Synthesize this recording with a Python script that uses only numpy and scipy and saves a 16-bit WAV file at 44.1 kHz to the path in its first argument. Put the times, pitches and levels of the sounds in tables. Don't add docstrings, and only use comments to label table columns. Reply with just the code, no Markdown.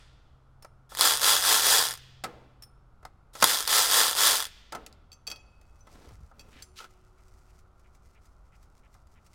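import sys
import numpy as np
from scipy import signal
from scipy.fft import rfft, irfft
from scipy.io import wavfile
from scipy.ndimage import uniform_filter1d

SR = 44100
rng = np.random.default_rng(int(sys.argv[2]) if len(sys.argv) > 2 else 0)


def wav_out(sig):
    wavfile.write(sys.argv[1], SR, np.round(np.clip(np.atleast_2d(sig).T, -1, 1) * 32767).astype(np.int16))


N = 411894
TIME = np.arange(N) / SR


def gain_of(db):
    return 10 ** (np.asarray(db) / 20)


def evened(x):
    return x / np.sqrt(np.mean(x ** 2) + 1e-20)


def read(points, hz):
    f, value = np.transpose(points)
    return np.interp(np.log(hz + 1), np.log(f + 1), value)


def peaks_db(modes, hz):
    return sum(db / (1 + (2 * (hz - f) / width) ** 2) for f, width, db in modes)


def add(mix, s, sound):
    part = mix[round(s * SR):][:len(sound)]
    part += sound[:len(part)]


def coloured(x, db_at, size=4096):
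    hz = abs(np.fft.fftfreq(size, 1 / SR))
    log_gain = np.log(gain_of(np.maximum(db_at(hz), -100)))
    taps = np.fft.ifft(np.exp(np.conj(signal.hilbert(log_gain)))).real
    return signal.oaconvolve(x, taps / np.linalg.norm(taps))[:len(x)]


def dying_noise(seconds, db_at, t60_at, size=128):
    n = int(seconds * SR)
    gain = gain_of(db_at(np.fft.rfftfreq(n, 1 / SR)))
    noise = irfft(rfft(rng.standard_normal(n)) * gain, n)
    hz, t, z = signal.stft(noise, SR, nperseg=size)
    fade = gain_of(-60 * t / t60_at(hz)[:, None])
    return signal.istft(z * fade, SR, nperseg=size)[1]


def grains(size, per_s, spread_db):
    slips = (rng.random(size) < per_s / SR) * rng.standard_normal(size)
    size_db = spread_db * np.minimum(rng.exponential(1, size), 4)
    return evened(slips * gain_of(size_db))


# (f/Hz, relative level/dB)
AIR_COLOUR = [(20, -1), (55, 1.5), (90, -5), (180, -15.5), (300, -22), (550, -23.5), (750, -22),
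              (1050, -24), (1380, -20), (1650, -35), (2500, -41.5), (6000, -48), (12000, -54.5),
              (14000, -61)]


def ventilation(level_db=-57):
    gain = gain_of(read(AIR_COLOUR, np.fft.rfftfreq(N, 1 / SR)))
    air = irfft(rfft(rng.standard_normal(N)) * gain, N)
    return gain_of(level_db) * evened(air)


def hum(peak_s, hz, db, rise_db_per_s, fall_db_per_s, waver_hz=0.92, sag_hz_per_s=1):
    t = TIME - peak_s
    waver = waver_hz * evened(uniform_filter1d(rng.standard_normal(N), size=6000))
    turns = np.cumsum(hz - sag_hz_per_s * t + waver) / SR
    level_db = db + np.minimum(rise_db_per_s * t, -fall_db_per_s * t)
    return np.sqrt(2) * gain_of(level_db) * np.sin(2 * np.pi * turns)


# (loudest at t/s, f/Hz then, rms level/dB then, rise/dB per s, fall/dB per s)
MACHINE_HUMS = [(2.2, 127.3, -58, 4, 14), (6.7, 370.6, -69, 100.5, 8)]


def background():
    return ventilation() + sum(hum(*row) for row in MACHINE_HUMS)


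# (f/Hz, time/s)
HALL_DECAY = [(150, 2.5), (600, 0.45), (3000, 1.33), (6000, 1), (10000, 0.5), (16000, 0.64)]
# (f/Hz, level/dB before it dies away)
HALL_COLOUR = [(150, -22), (1000, -26.5), (2500, -17), (3400, -23), (6000, -25.5), (16000, -27.5)]


def workshop(x, near_db=-10.0, near_t60_s=0.085, earlier_db=-37):
    near = dying_noise(.1, np.zeros_like, lambda hz: np.full(len(hz), near_t60_s))
    hall = dying_noise(1.5, lambda hz: read(HALL_COLOUR, hz), lambda hz: read(HALL_DECAY, hz))
    echo = hall * np.sqrt(np.log(10 ** 6) / SR)
    add(echo, .002, gain_of(near_db) * near / np.linalg.norm(near))
    wet = signal.fftconvolve(x, echo)[:N]
    earlier = coloured(hall, lambda hz: tool_db(hz) - (hz / 3400) ** 2)
    add(wet, 0, gain_of(earlier_db) * earlier)
    return wet


def rub(seconds, db, centre_hz, octaves):
    slips = grains(SR, 5000, 2.2)[:max(int(seconds * SR), 2000)]

    def hump_db(hz):
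        away = np.log2((hz + 1) / centre_hz) / octaves
        return -45 * np.log10(1 + away ** 2 / 2)

    stroke = coloured(slips, hump_db)
    return gain_of(db) * evened(stroke) * signal.windows.tukey(len(stroke), .6)


# (start t/s, end t/s, level/dB before the fades and waver, centre f/Hz, octaves)
CLOTH_RUBS = [(5.83, 6.2, -58.5, 260, 1.83), (6.02, 6.325, -52.5, 64, 0.94),
              (5.819, 6.18, -70.5, 3750, 1.13), (6.278, 6.703, -61.5, 117.8, 2),
              (6.5, 6.65, -60, 2220, 0.91), (6.749, 6.867, -52, 3380, 1.12),
              (6.774, 6.871, -51.5, 1350, 0.16), (6.785, 6.875, -53.5, 706, 1.8)]


def rubs(waver_db=2.0):
    out = np.zeros(N)
    grip = gain_of(waver_db * evened(uniform_filter1d(rng.standard_normal(N), size=500)))
    for start, end, db, centre_hz, octaves in CLOTH_RUBS:
        add(out, start, rub(end - start, db, centre_hz, octaves))
    return out * grip


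def crinkle(snap_db=-7, snap_s=0.0058, crease_db=-17, crease_s=0.023):
    t = np.arange(-SR // 10, SR // 10) / SR
    snap = (t >= 0) * np.exp(-abs(t) / snap_s) * rng.standard_normal(len(t))
    crease = np.exp(-abs(t) / crease_s) * grains(len(t), 2000, 1.5)
    return gain_of(snap_db) * snap + gain_of(crease_db) * crease


# (t/s, level/dB before the slide setting and the scuffs)
GLOVE_RUSTLE = [(5.5, -77), (5.98, -73.5), (6.38, -75.5), (6.63, -64), (6.88, -76.5), (9.33, -79)]
# (f/Hz, relative level/dB)
GLOVE_COLOUR = [(900, -22), (2000, 3.5), (3200, -5.5), (5500, 2), (8000, -2), (12000, -9), (16000, -12)]
FIRST_TURN_S, TURN_EVERY_S, TURN_RUB_S, LET_GO_S = 7.17, .331, 0.053, .115
TURN_HZ, TURN_DB, FIRMER_DB_PER_TURN = 2180, -74.5, 0.94


def gloves(slide_db=-2, scuff_db=4.5, crinkle_db=-57, stray_db=-62, spread_db=1.5, uneven_s=0.015,
           rub_octaves=0.45):
    s, db = np.transpose(GLOVE_RUSTLE)
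    scuffs_db = scuff_db * evened(uniform_filter1d(rng.standard_normal(N), size=2600))
    rustle_db = np.interp(TIME, s, db, left=-120) + slide_db + scuffs_db
    rubber = gain_of(rustle_db) * grains(N, 1500, 2.9)
    strokes = np.zeros(N)
    for turn, start in enumerate(np.arange(FIRST_TURN_S, TIME[-1], TURN_EVERY_S)):
        late, force = rng.standard_normal(2)
        late_s = uneven_s * late
        firm_db = FIRMER_DB_PER_TURN * turn
        stroke = rub(TURN_RUB_S, TURN_DB + firm_db - spread_db * force, TURN_HZ, rub_octaves)
        add(strokes, start + late_s, stroke)
        add(rubber, start + LET_GO_S + late_s - 1 / 10, gain_of(crinkle_db + firm_db) * crinkle())
        stray = gain_of(stray_db + spread_db * force) * crinkle()
        add(rubber, start + TURN_EVERY_S * rng.random(), stray)
    return strokes + coloured(rubber, lambda hz: read(GLOVE_COLOUR, hz))


def ringing(modes, db, tilt_db, free_db, contact_s=0.00802, uneven_db=2.5, tick_db=-3, tick_s=.006,
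            grip_detune=0.0033):
    hz, mode_db, t60 = np.transpose(modes)[:, :, None]
    hz = hz * (1 + grip_detune * rng.standard_normal(hz.shape))
    t = np.arange(SR) / SR
    size_db = mode_db + tilt_db * np.log2(hz / hz.mean()) + uneven_db * rng.standard_normal(hz.shape)
    tones = np.sin(2 * np.pi * (hz * t + rng.random(hz.shape)))
    ring = (gain_of(size_db - 60 * t / t60) * tones).sum(0)
    damping = np.exp(-t / contact_s) + gain_of(free_db)
    tick = gain_of(tick_db) * np.exp(-t / tick_s) * rng.standard_normal(len(t))
    return gain_of(db) * (ring * damping + tick)


# (t/s, level/dB before the modes' own levels)
SOCKET_TOUCHES = [(0.625, -50.5), (2.623, -44.5), (2.635, -49)]
# (f/Hz, relative level/dB, time to fall 60 dB/s when free)
SOCKET_MODES = [(5292, -1, 0.28), (5470, -2, .13), (9350, -8, 0.36), (12410, -29, .2), (13520, -13.5, 0.17)]


def socket_tinks(free_db=-15):
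    out = np.zeros(N)
    for s, db in SOCKET_TOUCHES:
        add(out, s, ringing(SOCKET_MODES, db, 0, free_db))
    return out


# (t/s, relative level/dB, hardness/dB per octave)
WRENCH_TOUCHES = [(5.118, -49.5, 1.5), (5.129, -46.5, 3), (5.269, -38, -1), (5.275, -32.5, 0.5),
                  (5.301, -35.5, 0), (5.315, -34.5, -5.5), (5.36, -49.5, -6), (6.395, -47, -4),
                  (6.408, -52, -3), (6.623, -38, 12)]
# (f/Hz, relative level/dB, time to fall 60 dB/s when free)
WRENCH_MODES = [(2540, -7, 0.4), (2573, -19, 2), (2650, -12, 0.36), (3300, -5, 0.24), (4563, 5.5, 0.075),
                (4950, -8, .22), (5620, -7, .33), (6220, -3.5, 0.3), (6155, -10, 0.45), (7200, -12.5, 0.61),
                (7570, -6, 0.13), (8340, -18, .15), (9330, -21, 0.73), (10890, -22, 0.37)]


def wrench_clinks(level_db=-5, free_db=-17):
    out = np.zeros(N)
    for s, db, tilt_db in WRENCH_TOUCHES:
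        add(out, s, ringing(WRENCH_MODES, db + level_db, tilt_db, free_db))
    add(out, 5.808, ringing([(6020, 0, 1.5)], -54.5, 0, -20, contact_s=0.0093, tick_db=-22))
    return out


# (f/Hz, width/Hz, level/dB over the colour)
BRACKET_PEAKS = [(610, 71, 5.5), (760, 80, 6), (1286, 77, 10), (1530, 41, -0.5), (2050, 120, 3.5),
                 (2630, 150, 3.5)]


def clunk(db, hard_db, ring, level_db=3, tail_db=-19.5, tail_t60_s=0.61, rise_s=0.0013):
    # (f/Hz, relative level/dB)
    t60 = [(200, 0.073), (1300, 0.1), (3000, 0.043), (12000, .03)]
    colour = [(60, -8), (170, 2.5), (300, -2), (500, 7.0), (950, 7.5), (1350, 7.0), (2600, hard_db + 5),
              (5000, hard_db + 8.5), (8000, hard_db + 5.5), (16000, hard_db - 3.5)]
    body = [(60, -1), (170, 14.5), (550, 15), (1400, 3.5), (4000, -10.5), (12000, -27.5)]
    blow = dying_noise(0.18, lambda hz: read(colour, hz) + peaks_db(BRACKET_PEAKS, hz),
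                       lambda hz: ring * read(t60, hz))
    tail = dying_noise(0.44, lambda hz: read(body, hz), lambda hz: np.full(len(hz), ring * tail_t60_s))
    out = ring * gain_of(tail_db) * tail
    add(out, 0, blow * (1 - np.exp(-TIME[:len(blow)] / rise_s)))
    return gain_of(db + level_db) * out


# (t/s, relative level/dB, hardness as treble over bass/dB, ring length as a factor)
ENGINE_BLOWS = [(.623, -57, 1, 0.92), (.647, -38.5, -7, 0.4), (.918, -40.5, -9.5, 0.59),
                (2.238, -31, -3.5, 1.3), (3.028, -51, -13, 0.71), (3.051, -34, -9.5, 0.43),
                (3.352, -42, -4, 1.2), (3.424, -11, -3, 0.46), (4.722, -32.5, -8.5, 1.1),
                (4.749, -31.5, -9, 0.91), (4.863, -50, 10, 0.53), (4.927, -60.5, 17, 0.14),
                (5.613, -59, -1, 0.55), (5.87, -50, -11, .85), (6.088, -58.5, -1, 0.81),
                (6.313, -51, -23, 0.8), (8.948, -55.5, -11.5, 0.56), (9.071, -68.5, 9.5, .3)]


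def clunks(thud_db=-13, glancing_octaves=3.3, thud_hard_db=-3, thud_ring=1.2):
    out = np.zeros(N)
    for s, db, hard_db, ring in ENGINE_BLOWS:
        add(out, s, clunk(db, hard_db, ring))
    for s, db, tilt_db in WRENCH_TOUCHES:
        level_db = db + thud_db - glancing_octaves * max(tilt_db, 0)
        add(out, s, clunk(level_db, thud_hard_db, thud_ring))
    return out


# (pressed t/s, released t/s, relative level/dB)
TRIGGER_PULLS = [(.963, 1.056, 2.2), (1.2, 1.302, 1.5), (1.417, 1.528, 0.1), (1.62, 1.746, 0.33),
                 (3.391, 3.494, -3), (3.661, 3.778, 0.13), (3.882, 3.992, 0.3), (4.151, 4.271, 0.53)]
TOP_HZ, SPIN_UP_S, FRICTION_HZ_PER_S, DRAG_S = 125.46, .052, 435, 1.35


def motor_speed():
    rate, friction_hz = np.zeros(N), FRICTION_HZ_PER_S * DRAG_S
    for pressed, released, _ in TRIGGER_PULLS:
        at = round(pressed * SR)
        t = TIME[at:][:SR]
        held_s = np.minimum(t, released) - pressed
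        free_s = np.maximum(t - released, 0)
        driven = TOP_HZ + (rate[at] - TOP_HZ) * np.exp(-held_s / SPIN_UP_S)
        coasting = (driven + friction_hz) * np.exp(-free_s / DRAG_S) - friction_hz
        rate[at:at + SR] = np.maximum(coasting, 0)
    return np.maximum(uniform_filter1d(rate, size=1100), 0)


def scraped(strikes, contact_s):
    power = signal.lfilter([1], [1, -np.exp(-2 / (contact_s * SR))], strikes ** 2 + 1e-18)
    return np.sqrt(power) * rng.standard_normal(len(strikes))


KNOCK_LEVELS = [-2, -8, -7]
RATTLE_DB, SPEED_DB_PER_DECADE = -19, 31.5


def hammering(rate, uneven_db=1.5, jitter_beats=.03, contact_s=0.0013, chatter_per_cycle=11, chatter_db=-9,
              chatter_growth=1.2, ring_s=0.0081, ring_db=-6):
    pressed, released, strength_db = np.transpose(TRIGGER_PULLS)
    speed_db = SPEED_DB_PER_DECADE * np.log10(rate / TOP_HZ + 1e-9)
    pull_db = np.interp(TIME, (pressed + released) / 2, strength_db)
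    level_db = RATTLE_DB + speed_db + pull_db
    beats = 3 * np.cumsum(rate) / SR
    beat = np.arange(1, int(beats[-1]))
    late, force = rng.standard_normal((2, len(beat)))
    at = np.searchsorted(beats, beat + jitter_beats * late).clip(0, N - 1)
    strikes = np.zeros(N)
    strikes[at] = gain_of(np.take(KNOCK_LEVELS, beat, mode="wrap") + uneven_db * force)
    chatter = (rng.random(N) < chatter_per_cycle * rate / SR) * rng.rayleigh(np.sqrt(.5), N)
    strikes += gain_of(chatter_db) * (rate / rate.max()) ** chatter_growth * chatter
    rattle = evened(scraped(strikes, contact_s)) + gain_of(ring_db) * evened(scraped(strikes, ring_s))
    mean_power = uniform_filter1d(uniform_filter1d(rattle ** 2, size=1400), size=1400)
    return gain_of(level_db) * rattle / np.sqrt(abs(mean_power) + 1e-6)


# (f/Hz, relative level/dB)
TOOL_COLOUR = [(100, -24.5), (240, -16.5), (440, -4), (700, -2.5), (1050, 2.5), (1900, -1.5), (2250, -6),
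               (2700, -5), (3300, 1.5), (5000, 1.5), (6200, -1), (10000, 0), (11200, -8.5), (14200, -4.5),
               (16000, -16)]
# (f/Hz, width/Hz, level/dB over the colour)
CASE_PEAKS = [(1370, 90, 3.5), (1810, 220, 3.5), (3373, 180, 4.5), (3560, 99, 3), (4910, 120, 4.5),
              (7600, 300, -0.5), (9970, 120, 0.5), (12730, 300, 5), (13440, 220, 5)]


def tool_db(hz):
    return read(TOOL_COLOUR, hz) + peaks_db(CASE_PEAKS, hz)


# (t/s, starting level/dB before the tool level)
GEAR_RUN_UPS = [(.893, -57), (3.333, -56.5)]
RUN_UP_S, RUN_UP_DB_PER_S = .09, 130.5
# (t/s, relative level/dB)
HAMMER_BLOWS = [(.950, -20), (.972, -17.5), (1.010, -0.5), (1.216, -10.5), (1.920, -29.5), (3.411, -21),
                (3.428, -4), (3.4418, 6), (3.606, -12), (3.676, -11)]


def driver(blow_s=.0013, blow_db=-7, level_db=-3.0, side_share=.85, spacing_hz=2300):
    out, rate, t = np.zeros(N), motor_speed(), TIME[:SR // 5]
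    for side in (-1, 1):
        steel = hammering(rate)
        for s, db in GEAR_RUN_UPS:
            whirr = gain_of(db + RUN_UP_DB_PER_S * t) * (t < RUN_UP_S) * grains(len(t), 4000, 2)
            add(steel, s, whirr)
        for s, db in HAMMER_BLOWS:
            add(steel, s, gain_of(db + blow_db) * np.exp(-t / blow_s) * rng.standard_normal(len(t)))

        def side_db(hz):
            bands = 1 + side * side_share * np.sin(2 * np.pi * hz / spacing_hz)
            return tool_db(hz) + 10 * np.log10(bands)

        out += coloured(steel, side_db)
    return gain_of(level_db) * out


def scene():
    work = gloves() + rubs() + socket_tinks() + wrench_clinks() + clunks() + driver()
    return (background() + workshop(work) + work)[None]


def record(dry, ceiling=.85, edge_hz=16050):
    held = np.clip(dry, -ceiling, ceiling)
    low_pass = signal.firwin(511, edge_hz, window=("kaiser", 9), fs=SR)
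    return signal.oaconvolve(held, low_pass[None], "same")


dry = scene()
out = record(dry)
wav_out(out)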